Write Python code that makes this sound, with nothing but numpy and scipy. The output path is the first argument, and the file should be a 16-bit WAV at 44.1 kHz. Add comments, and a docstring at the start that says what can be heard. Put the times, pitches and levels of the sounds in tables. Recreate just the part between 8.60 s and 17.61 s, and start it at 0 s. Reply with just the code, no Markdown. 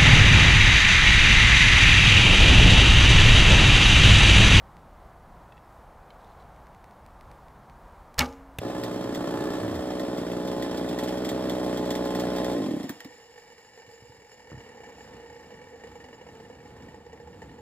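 """A two-stroke chainsaw idles close by on a workshop bench: it puffs through its muffler on every turn,
fires on every second or third, and clatters; its housing hops and makes the bench boom at first.
The ignition is cut, the crank pumps air, slows to a last compression and rocks back.
The free clutch drum coasts on, rattling on its bearing and ringing at its rim.
After soft handling bumps the saw is let down on the bench with a thud. A dull rumble lies underneath."""
import sys
import numpy as np
from scipy import signal
from scipy.fft import rfft, irfft, next_fast_len
from scipy.io import wavfile
from scipy.ndimage import map_coordinates

SR = 44100
rng = np.random.default_rng(int(sys.argv[2]) if len(sys.argv) > 2 else 0)


def generate_wav(sig):
    """Save sig (samples, or channels by samples) to the path in sys.argv[1] as 16-bit PCM at SR."""
    pcm = np.round(np.clip(np.atleast_2d(sig).T, -1, 1) * 32767).astype(np.int16)
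    wavfile.write(sys.argv[1], SR, pcm)


N = 397323

CUT_S, LAST_COMPRESSION_S, REBOUND_S = 3.942, 4.294, 4.448
SET_DOWN_S, SET_DOWN_LENGTH_S = 5.67, 0.38
PUFF_DB, REBOUND_DB = -35.5, -8.5


def amp(db):
    """Decibels to gain."""
    return 10 ** (np.asarray(db) / 20)


def unit(x):
    """Scaled to rms 1."""
    return x / np.sqrt(np.mean(x ** 2) + 1e-20)


def along(points, hz):
    """Interpolates (frequency, value) points on a log axis."""
    f, v = np.transpose(points)
    return np.interp(np.log(hz + 1), np.log(f + 1), v)


def clock():
    """Sample times in seconds."""
    return np.arange(N) / SR


def ramp(start_s, length_s):
    """Rises from 0 to 1."""
    return np.clip((clock() - start_s) / length_s, 0, 1)


def wobble(rate_hz):
    """Smooth random curve with knots at rate_hz."""
    return map_coordinates(rng.standard_normal(int(N * rate_hz / SR) + 4), [clock() * rate_hz])


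def spread(times):
    """One Gaussian draw per event."""
    return rng.standard_normal(len(times))


def filtered(x, response):
    """Applies a frequency response."""
    m = next_fast_len(N + SR // 2)
    return irfft(rfft(x, m) * response(np.fft.rfftfreq(m, 1 / SR)), m)[..., :N]


def body(x, colour, modes, size=8192):
    """Minimum-phase filter: resonances on a broad colour; white input keeps its power."""
    hz = np.fft.rfftfreq(size, 1 / SR)
    peaks_db = sum(rise / (1 + ((hz - centre) / width) ** 2) for centre, width, rise in modes)
    cepstrum = irfft(np.log(amp(along(colour, hz) + peaks_db)))[:size // 2]
    response = irfft(np.exp(rfft(2 * cepstrum, size)))
    return signal.fftconvolve(x, response / np.linalg.norm(response))[:N]


def taps(times, sizes):
    """Impulses of given sizes."""
    return np.bincount(np.clip(np.round(times * SR).astype(int), 0, N - 1), sizes, N)


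def fade(x, life_s):
    """Gives each impulse an exponential tail."""
    return signal.lfilter([1], [1, -np.exp(-1 / (life_s * SR))], x)


def bursts(impulses, life_s):
    """Turns each impulse into a dying noise burst of equal energy."""
    return fade(impulses, life_s) * rng.standard_normal(N) * np.sqrt(2 / (life_s * SR))


def scattered(impulses, life_s):
    """Sends each impulse along the same short paths through the housing; energy is kept."""
    t = np.arange(SR // 16) / SR
    paths = rng.standard_normal(len(t)) * np.exp(-t / life_s)
    return signal.fftconvolve(impulses, paths / np.linalg.norm(paths))[:N]


def turn_times(speed_hz, through_s):
    """Times of whole turns, one of them at through_s."""
    turns = np.cumsum(speed_hz) / SR
    turns -= np.interp(through_s, clock(), turns)
    return np.interp(np.arange(np.ceil(turns[0]), turns[-1]), turns, clock())


def swell_db(db_per_s=1.2539):
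    """The engine grows louder until the cut."""
    return db_per_s * np.minimum(clock(), CUT_S)


# Hunting idle: (time [s], crank speed [Hz])
IDLE_SPEED = [(0, 60.5), (.3, 61.7), (.6, 60), (.85, 61.4), (1.05, 62.6), (1.42, 61.8), (1.62, 58.8),
              (1.9, 61.2), (2.3, 60), (2.76, 64.3), (3.2, 60.5), (3.42, 61.3), (3.9, 60.9)]
# Turns that fire: (time [s], share [0-1])
FIRING_SHARE = [(0, .37), (.5, .38), (.65, .5), (.92, .5), (1.2, .4), (1.65, .34), (1.9, .44), (2.2, .46),
                (2.4, .33), (2.9, .38), (3.05, .5), (3.2, .46), (3.35, .34), (3.9, .43)]


def engine(brake_hz_per_s=131, escape_s=0.0024, jitter_s=.00009):
    """The crank idles, brakes evenly after the cut and rocks back once; its turns drive the parts."""
    t = clock()
    braking_s = np.clip(t - CUT_S, 0, LAST_COMPRESSION_S - CUT_S)
    speed_hz = np.interp(t, *np.transpose(IDLE_SPEED)) - brake_hz_per_s * braking_s
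    times = turn_times(speed_hz, LAST_COMPRESSION_S)
    # trapped air escapes just after the piston turns back
    escapes = np.array([LAST_COMPRESSION_S, REBOUND_S]) + escape_s
    times = np.append(times[times < LAST_COMPRESSION_S - .01], escapes)
    running = times < CUT_S
    # charge builds turn by turn and burns when there is enough
    share = np.interp(times, *np.transpose(FIRING_SHARE))
    fired = (np.diff(np.floor(np.cumsum(share)), prepend=0) > 0) & running
    size = np.sqrt(SR / np.interp(times, t, speed_hz))
    powered = size * running
    times = times + jitter_s * spread(times)
    gas = exhaust(times, powered, fired, share) + pumping(times[~running], speed_hz)
    return (muffler_delay(gas) + port_pops(times, powered, fired)
            + casing(times, size, fired) + housing_hops(times, powered, fired))


# Muffler: (frequency [Hz], gain [dB])
MUFFLER_COLOUR = [(25, -59), (60, -14), (120, -11), (180, -4), (300, -4), (380, -10), (490, -13.5),
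                  (650, -12), (720, -17.5), (950, -25.5), (1200, -26), (1500, -31.5), (2200, -53),
                  (4000, -36.5), (12000, -86)]
# Muffler resonances: (centre [Hz], half-width [Hz], rise [dB])
MUFFLER_MODES = [(295, 45, 2), (424, 22, 8), (550, 22, 12), (636, 25, 8), (765, 20, 4), (853, 14, 12),
                 (1040, 22, 13), (1095, 20, 5)]
# What a firing adds to a puff: (frequency [Hz], gain [dB])
LOPE_COLOUR = [(60, -5), (130, -4), (290, 7.5), (450, 6.5), (650, 2), (1100, -11)]
# Lead of a firing over the puff: (frequency [Hz], phase [rad])
LOPE_PHASE = [(130, 1.5), (230, 1.0), (330, 1.0), (450, 1.6), (650, 1.8)]


def exhaust(times, size, fired, share, scatter_db=.9, roughness=0.25):
    """One puff a turn, with gas noise, rings the muffler; the firings make the idle lope."""
    puffs = taps(times, size * amp(scatter_db * spread(times)))
    firings = taps(times, size * (fired - share))
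    lope = filtered(firings, lambda hz: np.exp(1j * along(LOPE_PHASE, hz)) * amp(along(LOPE_COLOUR, hz)))
    gas = puffs + lope + roughness * bursts(puffs, life_s=.01)
    return amp(PUFF_DB + swell_db()) * body(gas, MUFFLER_COLOUR, MUFFLER_MODES)


# Muffler chambers: (centre [Hz], width [Hz])
CHAMBERS = [(280, 75), (480, 570), (800, 360)]


def muffler_delay(gas):
    """Each chamber delays sound near its resonance, so a puff swells over a few cycles."""
    def lag_rad(hz):
        return 2 * sum(np.angle(centre ** 2 - hz ** 2 + 1j * hz * width) for centre, width in CHAMBERS)
    return filtered(gas, lambda hz: np.exp(-1j * lag_rad(hz)))


def port_pops(times, size, fired, relative_db=-16, fired_db=3):
    """The exhaust port pops open on each powered turn, harder on a firing."""
    openings = taps(times, size * amp(fired_db * fired))
    blasts = .6 * scattered(openings, 0.005) + .7 * bursts(openings, 0.008)
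    pops = body(blasts, MUFFLER_COLOUR, modes=[(1473, 440, 17.6)])
    return amp(PUFF_DB + swell_db() + relative_db) * pops


# Casing hiss: (frequency [Hz], gain [dB])
CASING_COLOUR = [(200, -5), (700, 23), (1200, 10), (1900, -5), (2500, 4), (3600, 3), (5000, 1.5), (6000, 1),
                 (7500, -4), (10000, -1), (15000, -9.5)]
# Casing resonances: (centre [Hz], half-width [Hz], rise [dB])
CASING_MODES = [(1876, 260, 19.1), (3247, 170, 9.3), (3525, 28, 7.5), (3744, 13, 9.6), (4220, 71, 5),
                (5200, 130, 10.6), (7530, 88, 6.8), (7450, 44, 3.4)]


def casing(times, size, fired, start_db=-46.5, slap_gain=0.54, scatter_db=2.5, fired_db=3.5):
    """Steady rush of the flywheel fan and bursts of piston slap ring the casing."""
    fan = 0.77 * rng.standard_normal(N) * (1 - ramp(LAST_COMPRESSION_S, 0.52))
    impacts = taps(times, size * amp(scatter_db * spread(times) + fired_db * fired - 1.5))
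    slap = slap_gain * (.5 * scattered(impacts, 0.013) + 1.05 * bursts(impacts, 0.012))
    braking_db = -6 * ramp(CUT_S, LAST_COMPRESSION_S - CUT_S)
    rebound_db = REBOUND_DB * ramp(LAST_COMPRESSION_S, REBOUND_S - LAST_COMPRESSION_S)
    level_db = start_db + swell_db() + braking_db + rebound_db
    return amp(level_db) * body(fan + slap, CASING_COLOUR, CASING_MODES)


# Hopping of the housing: (time [s], level [dB])
HOP_LEVEL = [(0, -40.5), (.55, -40), (.8, -36), (.98, -37.5), (1.25, -44), (1.7, -44.5)]
# Housing on the bench: (frequency [Hz], gain [dB])
HOUSING_COLOUR = [(30, -13), (70, -9.5), (120, 1.5), (200, -1), (320, 4.5), (700, -8.5), (1300, -10.5),
                  (2000, -25.5), (4000, -25.5), (12000, -36.5)]
# Housing resonance: (centre [Hz], half-width [Hz], rise [dB])
HOUSING_MODES = [(1735, 40, 15.3)]


def housing_hops(times, size, fired, fired_db=4):
    """The housing lands and buzzes on the bench, harder after a firing, less as the grip tightens."""
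    hop = spread(times)
    landings = taps(times + .004 + .0003 * hop, size * amp(.5 * hop + fired_db * fired))
    buzz = .6 * landings + .8 * bursts(landings, .009)
    return amp(np.interp(clock(), *np.transpose(HOP_LEVEL))) * body(buzz, HOUSING_COLOUR, HOUSING_MODES)


# Bench note: (time [s], frequency [Hz], level [dB])
BOOM_NOTE = [(0, 120.6, -42.5), (.65, 110, -50.5), (1.08, 108.6, -41), (1.22, 79, -45), (1.33, 72, -67)]


def bench_boom(width_hz=22):
    """The loosely held saw makes the bench boom; the note sinks and dies as the grip tightens."""
    s, hz, db = np.transpose(BOOM_NOTE)
    angle = 2 * np.pi * np.cumsum(np.interp(clock(), s, hz)) / SR
    note = unit(wobble(width_hz) * np.cos(angle) + wobble(width_hz) * np.sin(angle))
    return note * amp(np.interp(clock(), s, db)) * (1 - ramp(s[-1], .1))


# Hardest bearing knocks: (time [s], level [dB])
BEARING_KNOCKS = [(5.19, -43), (5.222, -41), (5.62, -39), (6.18, -40), (6.25, -43), (6.299, -42),
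                  (6.447, -43), (6.627, -42), (6.757, -42), (6.919, -39), (6.989, -38), (7.071, -40),
                  (7.133, -39), (7.208, -38), (7.441, -38), (7.529, -37), (7.614, -38), (7.689, -37),
                  (7.838, -42), (7.928, -40), (7.986, -40), (8.058, -41), (8.2, -40), (8.262, -42),
                  (8.321, -41), (8.496, -40), (8.522, -41), (8.575, -42), (8.73, -39), (8.824, -40),
                  (8.894, -40)]
# Bearing rattle: (frequency [Hz], gain [dB])
RATTLE_COLOUR = [(100, -18), (250, -3), (600, -13.5), (1000, -16.5), (1400, -15.5), (2300, -15),
                 (3500, -21), (6000, -9), (14000, -76)]
# Rattle resonances: (centre [Hz], half-width [Hz], rise [dB])
RATTLE_MODES = [(476.3, 81.4, 27.6), (861.5, 198, 27.8), (1817, 190, 26), (2264, 105, 17.6), (2780, 93, 15),
                (2930, 72, 21.6)]


def bearing_rattle(contacts, speed_hz, held_db=-57.5, resting_db=-52, knock_db=18, dull_hz=1570):
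    """The drum rolls and knocks on its bearing; after the set-down the bench carries the rattle."""
    rolling = 0.23 * contacts + 0.84 * bursts(contacts, 0.011) + 0.73 * rng.standard_normal(N)
    # slower contacts are softer and lose treble
    soft = filtered(rolling, lambda hz: 1 / (1 + (hz / dull_hz) ** 4))
    rolling = soft + speed_hz / 33 * (rolling - soft)
    s, db = np.transpose(BEARING_KNOCKS)
    blows = taps(s, amp(db + knock_db))
    knocks = .45 * blows + .75 * bursts(blows, .008)
    rolling_db = held_db + (resting_db - held_db) * ramp(SET_DOWN_S, SET_DOWN_LENGTH_S)
    return body(amp(rolling_db) * rolling + knocks, RATTLE_COLOUR, RATTLE_MODES)


# Steel rim: (frequency [Hz], gain [dB])
RIM_COLOUR = [(2000, 2.5), (4000, -1.5), (9000, -13.5), (15000, -24)]
# Rim resonances: (centre [Hz], half-width [Hz], rise [dB])
RIM_MODES = [(4220, 63, 6.6), (4530, 65, 3), (5080, 190, 19), (7040, 160, 23.9), (7700, 180, 8),
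             (9160, 230, 15), (13650, 850, 16)]


def rim_ring(contacts, speed_ratio, gain_db=-60):
    """Contacts and flickering noise ring the drum's rim, more faintly as it slows."""
    drive = .5 * bursts(contacts, 0.017) + 0.59 * amp(2.8 * wobble(22)) * rng.standard_normal(N)
    return amp(gain_db) * speed_ratio ** 0.52 * body(drive, RIM_COLOUR, RIM_MODES)


def clutch_drum(start_hz=55.35, drag_s=9.0, friction_hz_per_s=5.8, scatter_db=2.5):
    """The drum wobbles on its bearing, louder once free; viscous drag and dry friction slow it."""
    friction_hz = friction_hz_per_s * drag_s
    coasted_s = np.maximum(clock() - LAST_COMPRESSION_S, 0)
    speed_hz = np.maximum((start_hz + friction_hz) * np.exp(-coasted_s / drag_s) - friction_hz, 1)
    times = turn_times(speed_hz, through_s=7.44)
    period_s = 1 / np.interp(times, clock(), speed_hz)
    size = np.sqrt(SR * period_s)
    contacts = taps(times + period_s * 0.076 * spread(times), size * amp(scatter_db * spread(times)))
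    # it falls against the other side about half a turn later
    fall_times = times + period_s * (.5 + 0.13 * spread(times))
    contacts += taps(fall_times, size * amp(scatter_db * spread(times) - 11))
    free = np.interp(clock(), [CUT_S, LAST_COMPRESSION_S], [.3, 1])
    return free * (bearing_rattle(contacts, speed_hz) + rim_ring(contacts, speed_hz / start_hz))


# Broad rumble: (frequency [Hz], gain [dB])
BROAD_COLOUR = [(25, -22), (65, 2), (130, 1), (180, -0.5), (235, 6.5), (280, 0.5), (400, -2.5),
                (1000, -9.5), (3000, -19), (15000, -37)]
# Deep rumble: (frequency [Hz], gain [dB])
DEEP_COLOUR = [(25, -32), (70, 1.5), (110, -6), (200, -4), (350, -11), (1000, -53), (4000, -80)]


def rumble(held_db=-69.5, resting_db=-54.5, deep_db=-66.5, swell_db_per_s=5, waver_db=1.5):
    """Dull, uneven rumble: the broad part steps up at the set-down, the deep part swells steadily."""
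    broad = unit(filtered(rng.standard_normal(N), lambda hz: amp(along(BROAD_COLOUR, hz))))
    deep = unit(filtered(rng.standard_normal(N), lambda hz: amp(along(DEEP_COLOUR, hz))))
    broad *= amp(held_db + (resting_db - held_db) * ramp(SET_DOWN_S, SET_DOWN_LENGTH_S))
    deep *= amp(deep_db + swell_db_per_s * (clock() - SET_DOWN_S))
    return (broad + deep) * amp(-waver_db * wobble(9.2))


# Clutch and housing clacks: (time [s], level [dB])
CLACKS = [(0.236, -33), (0.3346, -45), (0.548, -33.5), (1.1522, -40), (1.396, -38), (1.574, -39.5),
          (1.8753, -38), (2.024, -34.5), (2.173, -36.5), (2.288, -38), (2.388, -32), (2.435, -33.5),
          (2.4843, -37), (2.581, -42), (2.647, -33), (2.69, -30.5), (2.896, -33), (3.041, -40),
          (3.173, -36.5), (3.254, -40), (3.3051, -30), (3.3523, -35), (3.4515, -38.5), (3.549, -34),
          (3.598, -31.5), (3.762, -36), (3.845, -34.5), (3.92, -51), (4.231, -38), (4.293, -31.5),
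          (4.4044, -35.5), (4.4463, -37.5)]
# Clack spectrum: (frequency [Hz], gain [dB])
CLACK_COLOUR = [(200, -1), (800, 16), (1800, 10.5), (3300, 13), (6000, 12.5), (9000, 7.5), (15000, 9)]
# Steel resonances: (centre [Hz], half-width [Hz], rise [dB])
STEEL_MODES = [(1950, 200, 8), (3310, 120, 10), (3540, 100, 10), (3770, 50, 6), (4200, 100, 6),
               (5060, 180, 8), (7350, 200, 4)]


def clacks(crack_db=18, ring_db=21.5):
    """Loose metal and plastic parts snap together with a crack; before the cut the steel rings too."""
    s, db = np.transpose(CLACKS)
    crack = body(bursts(taps(s, amp(db)), life_s=.004), CLACK_COLOUR, CASING_MODES)
    ring = body(bursts(taps(s, amp(db) * (s < CUT_S)), life_s=.016), CLACK_COLOUR, STEEL_MODES)
    return amp(crack_db) * crack + amp(ring_db) * ring


# Unfired muffler, led by its lowest resonance: (frequency [Hz], gain [dB])
PUMPING_COLOUR = [(25, -54), (60, -18), (120, -6), (210, 2), (300, 4), (380, 3.5), (450, 2.5), (620, 3.5),
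                  (720, -12), (950, -16), (1400, -30), (3000, -48), (12000, -94)]
# Its resonances: (centre [Hz], half-width [Hz], rise [dB])
PUMPING_MODES = [(297, 60, 9.1), (1050, 26, 19)]


def pumping(times, speed_hz, gain_db=-27, weak_below_hz=32.5, weak_db_per_hz=0.25, dull_hz=290):
    """The slowing, unfired piston pumps gulps of air that grow duller and weaken near the stall."""
    rebound_db = REBOUND_DB * ramp(LAST_COMPRESSION_S, REBOUND_S - LAST_COMPRESSION_S)
    level_db = gain_db + rebound_db - weak_db_per_hz * np.maximum(weak_below_hz - speed_hz, 0)
    gulps = taps(times, np.sqrt(SR / speed_hz[0]) * amp(np.interp(times, clock(), level_db)))
    gulps += .3 * bursts(gulps, life_s=.04)  # air swirls on after the stroke
    flow = np.clip(speed_hz / speed_hz[0], 0, 1) ** 1.84
    dull = filtered(gulps, lambda hz: 1 / (1 + (hz / dull_hz) ** 4))
    return body(flow * gulps + 1.86 * (1 - flow) * dull, PUMPING_COLOUR, PUMPING_MODES)


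# Crank stop: (frequency [Hz], gain [dB])
STOP_COLOUR = [(100, -48), (400, -15), (800, 4), (1400, 0), (2200, -14), (4000, -4), (9000, -9),
               (13000, -2), (15000, 2)]


def stop_clack(gain_db=-9):
    """The crank halts against its last compression with a dry clack."""
    impact = taps(np.array([LAST_COMPRESSION_S]), [amp(gain_db)])
    return body(bursts(impact, life_s=0.01), STOP_COLOUR, CASING_MODES[:1])


# Handling bumps, then the set-down thud: (time [s], level [dB], contact softness [s])
BUMPS_AND_THUD = [(5.279, -54, 0.005), (5.423, -50, 0.0036), (5.496, -50, 0.003), (5.58, -58, .006),
                  (5.918, -42, 0.000044), (5.93, -39, 0.00053), (5.944, -39, 0.0022), (5.975, -43, .005)]
# Bench top: (frequency [Hz], gain [dB])
BENCH_COLOUR = [(30, -35), (70, 2), (110, 0.5), (300, 6), (700, -5), (1300, -3), (2000, -23.5), (4000, -32),
                (12000, -42)]
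# Bench resonances: (centre [Hz], half-width [Hz], rise [dB])
BENCH_MODES = [(118, 28, 14.5), (335, 73, 1.3), (1753, 11.7, 11.5)]


def bumps_and_thud(gain_db=26):
    """Soft, low handling bumps, then the saw thuds onto the bench; softer contacts sound deeper."""
    force = np.zeros(N)
    for s, db, soft_s in BUMPS_AND_THUD:
        blow = fade(taps(np.array([s]), [amp(db)]), soft_s)
        force += blow * np.hypot(1, soft_s * 1200) / np.hypot(1, soft_s * SR)
    return amp(gain_db) * body(force, BENCH_COLOUR, BENCH_MODES)


# Wall echo decay: (frequency [Hz], T60 [s])
WALL_T60 = [(100, .25), (300, .12), (1000, 0.06), (4000, 0.07), (15000, 0.04)]
# Echo relative to direct sound: (frequency [Hz], gain [dB])
ECHO_GAIN = [(60, -24), (250, -18), (600, -10), (2000, -8), (5000, -7), (14000, -10)]
# Lead of left over right: (frequency [Hz], phase [rad])
LEFT_LEAD = [(60, 0.057), (250, 0.088), (500, 0.51), (1200, 0.45), (2800, 1.67), (4500, 1.3), (7700, 5.74),
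             (11000, 9.53), (15000, 14.4)]
# Left minus right: (frequency [Hz], gain [dB])
LEFT_TILT = [(250, -0.5), (600, -1.5), (1400, -0.5), (3000, -2), (6000, -0.5)]


def workshop(x, echo_delay_samples=SR // 200):
    """Left and right get the direct sound slightly apart, each with its own short wall echo."""
    hz, t, noise = signal.stft(rng.standard_normal((2, SR // 4)), SR, nperseg=256)
    t60_s = along(WALL_T60, hz)[:, None]
    decay = amp(-60 * t / t60_s) * np.sqrt(2 * np.log(1000) / (t60_s * SR))
    tail = signal.istft(noise * decay, SR, nperseg=256)[1]
    echo = signal.fftconvolve(np.pad(x, (echo_delay_samples, 0))[None], tail, axes=1)[:, :N]
    sides = np.array([[.5], [-.5]])
    direct = filtered(
        x, lambda f: amp(sides * along(LEFT_TILT, f)) * np.exp(1j * sides * along(LEFT_LEAD, f)))
    return direct + filtered(echo, lambda f: amp(along(ECHO_GAIN, f)))


def scene():
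    """Saw, bench and rumble in the workshop."""
    sources = engine() + bench_boom() + clutch_drum() + rumble() + clacks() + stop_clack()
    return workshop(sources + bumps_and_thud())


def record(dry, top_hz=15600):
    """Brick-wall low-pass."""
    return filtered(dry, lambda hz: hz < top_hz)


dry = scene()
out = record(dry)
generate_wav(out)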